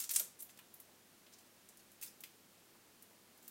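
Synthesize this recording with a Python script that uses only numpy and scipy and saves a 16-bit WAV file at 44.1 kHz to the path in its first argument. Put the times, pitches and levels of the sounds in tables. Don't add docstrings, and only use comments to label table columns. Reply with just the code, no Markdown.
import sys
import numpy as np
from scipy import signal
from scipy.fft import rfft, irfft
from scipy.io import wavfile
from scipy.ndimage import uniform_filter1d

SR = 44100
rng = np.random.default_rng(int(sys.argv[2]) if len(sys.argv) > 2 else 0)


def dump(signal):
    limited = np.clip(np.atleast_2d(signal).T, -1, 1)
    pcm = np.round(limited * 32767).astype(np.int16)
    wavfile.write(sys.argv[1], SR, pcm)


N = 154350


def skin_snaps():
    # start in seconds, level in dB, flake pitch in Hz, spread in octaves.
    snaps = [(.0405, -16.5, 7800, .8), (.0927, -13, 7800, 0.55), (.1043, -16, 8500, 1.3),
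             (.111, -9.5, 12500, 0.65), (.1494, -17, 8600, 0.77), (.1604, -1.5, 9200, 0.41),
             (.1626, -5, 8750, 0.26), (.1965, -9, 8700, 0.7), (.2205, -35, 9000, .7),
             (.4048, -22.5, 11500, 0.35), (.423, -21, 12800, .3), (.5745, -33.5, 8000, 1.6),
             (.59, -32, 12000, .5), (.7405, -26.5, 12900, .3), (.8008, -26, 12000, 0.46),
             (1.337, -33.5, 6160, 0.29), (1.386, -35.5, 9000, 0.78), (1.689, -31.5, 8600, 0.34),
             (1.772, -33, 10500, 0.77), (1.917, -35.5, 11000, 0.59), (2.0138, -24, 10400, 0.6),
             (2.0243, -28, 10000, 0.92), (2.0345, -26, 12000, .7), (2.0385, -27, 11000, 0.64),
             (2.0625, -29, 9500, 0.84), (2.206, -25.5, 13000, 0.54), (2.2373, -22, 11200, .9),
             (3.024, -29.5, 12200, 0.6), (3.104, -44, 12000, .5), (3.376, -38.5, 12000, .4),
             (3.479, -21.5, 12500, 0.54)]
    return place_cracks(snaps)


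def skin_tears(cracks_per_s=2000, spread_db=6.5, ease_db=-9.5, size=4096):
    # start and length in seconds, level in dB, flake pitch in Hz, spread in octaves.
    tears = [(0, 0.0061, -35.5, 9800, 0.59), (.008, 0.031, -44.5, 9800, .6),
             (0.109, .012, -39.5, 11500, 0.32), (0.136, 0.013, -39, 8800, 0.5),
             (.151, 0.0059, -38, 9000, 0.39), (.179, .017, -44.5, 10100, 0.77),
             (0.192, 0.0063, -33.5, 12960, 0.085), (0.389, 0.028, -54.5, 9050, 0.48),
             (0.422, 0.0082, -48, 12300, 0.32), (0.488, 0.02, -61, 9200, 0.71),
             (1.323, 0.026, -65, 6000, 1.2), (1.393, .025, -70, 6000, 1), (1.791, 0.018, -65.5, 6500, 1.1),
             (2.024, 0.023, -44.5, 11700, 0.84), (2.06, .024, -58.5, 10500, 0.88),
             (2.064, 0.027, -64.5, 5170, 0.11), (3.422, 0.1, -67, 12000, 0.88)]
    out = np.zeros(N)
    t = np.arange(size) / SR
    for start, length, db, hz, octaves in tears:
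        uneven_db = spread_db * np.minimum(rng.exponential(1, size), 3)
        strength = amp(uneven_db + ease_db * t / length) * rng.choice([-1, 1], size)
        fibre_breaks = (rng.random(size) < cracks_per_s / SR) & (t < length)
        crackle = signal.fftconvolve(strength * fibre_breaks, signal.fftconvolve(crack(hz, octaves), worktop()))
        add(out, start, amp(db) * np.sqrt(length * SR) * unit(crackle))
    return out


def finger_knocks():
    # start in seconds, level in dB, pitch in Hz, spread in octaves.
    knocks = [(.0935, -30, 2380, 0.65), (.1055, -23, 3200, .5), (.161, -24, 2500, 0.38),
              (.197, -32, 2000, 0.72), (.204, -30.5, 1370, 0.47), (.206, -29.5, 484, 0.34),
              (.494, -38, 2360, .6), (.5895, -32.5, 2700, 0.44), (.591, -39.5, 1110, 0.27),
              (.89, -42, 650, 0.37), (1.265, -38, 3070, 0.57), (2.0245, -30, 2450, 0.12),
              (2.2373, -26, 2700, 0.6), (2.75, -41, 900, 0.5), (3.11, -43, 800, 0.48)]
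    return place_cracks(knocks)


def place_cracks(cues):
    out = np.zeros(N)
    for start, db, hz, octaves in cues:
        add(out, start, amp(db) * unit(signal.fftconvolve(crack(hz, octaves), worktop())))
    return out


def crack(hz, octaves, skirt=1.564, dispersion_s=0.000496, size=1024):
    # frequency in Hz, gain in dB.
    skin_colour = [(150, 0), (500, -4.5), (1000, -1.5), (2000, 2), (4000, -0.5), (7000, -1.5), (11000, -4),
                   (16000, -0.5)]
    f = abs(np.fft.fftfreq(size, 1 / SR)) + 1
    resonance = (1 + (np.log2(f / hz) / octaves) ** 2) ** (-skirt / 2)
    gain = resonance * amp(read(skin_colour, f))
    spectrum = np.exp(np.conj(signal.hilbert(np.log(gain))))[:size // 2 + 1]
    delay = dispersion_s * np.linspace(1, 0, len(spectrum))
    dispersion = np.exp(-2j * np.pi * np.cumsum(delay) * SR / size)
    return unit(irfft(spectrum * dispersion)[:size // 2])


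def worktop(scatter_db=3, scatter_t60=0.061, rise_s=0.0005, blur_s=0.00019, size=2048):
    # delay in seconds, level in dB.
    echoes = [(.0012, -7.5), (.0023, -2), (.0042, -5.5), (.0063, -8)]
    t = np.arange(size) / SR
    noise = irfft(np.exp(2j * np.pi * rng.random(size // 2 + 1)))
    scatter = noise * (1 - np.exp(-t / rise_s)) * amp(-60 * t / scatter_t60)
    response = amp(scatter_db) * unit(scatter)
    response[0] += 1
    for delay, db in echoes:
        arrival = delay * rng.uniform(.9, 1.1)
        bounce = rng.standard_normal(size) * np.exp(-t / blur_s)
        add(response, arrival, amp(db) * unit(bounce))
    return response


def kitchen_tail(dry, level_db=-7, rise_s=0.0034, tails=4, turn_s=.003):
    # frequency in Hz, seconds to die away by 60 dB.
    room_t60 = [(300, 0.46), (2000, 0.28), (7000, 0.29), (15000, 0.21)]
    out = np.zeros(N)
    active_tail = (np.arange(N) / SR // turn_s) % tails
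    for k in range(tails):
        hz, t, noise = signal.stft(rng.standard_normal(SR // 2), SR, nperseg=256)
        decay = amp(-60 * t / read(room_t60, hz)[:, None])
        tail = signal.istft(noise * decay, SR, nperseg=256)[1]
        rise = 1 - np.exp(-(np.arange(len(tail)) / SR / rise_s) ** 2)
        crossfade = np.sin(np.pi / 2 * uniform_filter1d(1. * (active_tail == k), size=64))
        out += signal.fftconvolve(dry * crossfade, unit(tail * rise))[:N]
    return amp(level_db) * out


def room_tone(level_db=-65):
    # frequency in Hz, relative noise density in dB.
    hiss_colour = [(10, -11), (45, -16.5), (78, -15), (115, -6.5), (150, -2), (210, 2), (290, -1),
                   (420, -1.5), (650, -4.5), (1200, -7.5), (4000, -10), (10000, -12), (15800, -13)]
    gain = amp(read(hiss_colour, np.fft.rfftfreq(N, 1 / SR)))
    hiss = irfft(rfft(rng.standard_normal(N)) * gain, N)
    return amp(level_db) * np.sqrt(N) * unit(hiss)


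def appliance_hum(wander_hz=1.32):
    # frequency in Hz, RMS level in dB.
    tones = [(97, -85.5), (196, -92.5), (247.6, -85), (344.5, -82)]
    out = np.zeros(N)
    for hz, db in tones:
        wander = np.sqrt(N) * unit(uniform_filter1d(rng.standard_normal(N), size=4000))
        phase = 2 * np.pi * np.cumsum(hz + wander_hz * wander) / SR
        out += amp(db) * np.sqrt(2) * np.sin(phase)
    return out


def amp(db):
    return 10 ** (np.asarray(db) / 20)


def unit(x):
    return x / np.sqrt(np.sum(x ** 2) + 1e-20)


def read(points, hz):
    f, value = np.transpose(points)
    return np.interp(np.log(hz + 1), np.log(f + 1), value)


def add(mix, start_s, sound):
    part = mix[max(round(start_s * SR), 0):][:len(sound)]
    part += sound[:len(part)]


def scene():
    peel = skin_snaps() + finger_knocks() + skin_tears()
    return (peel + kitchen_tail(peel) + room_tone() + appliance_hum())[None]


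def record(dry, cutoff_hz=15950):
    lowpass = signal.firwin(511, cutoff_hz, window=("kaiser", 8), fs=SR)
    return signal.oaconvolve(dry, lowpass[None], "same")


dry = scene()
out = record(dry)
dump(out)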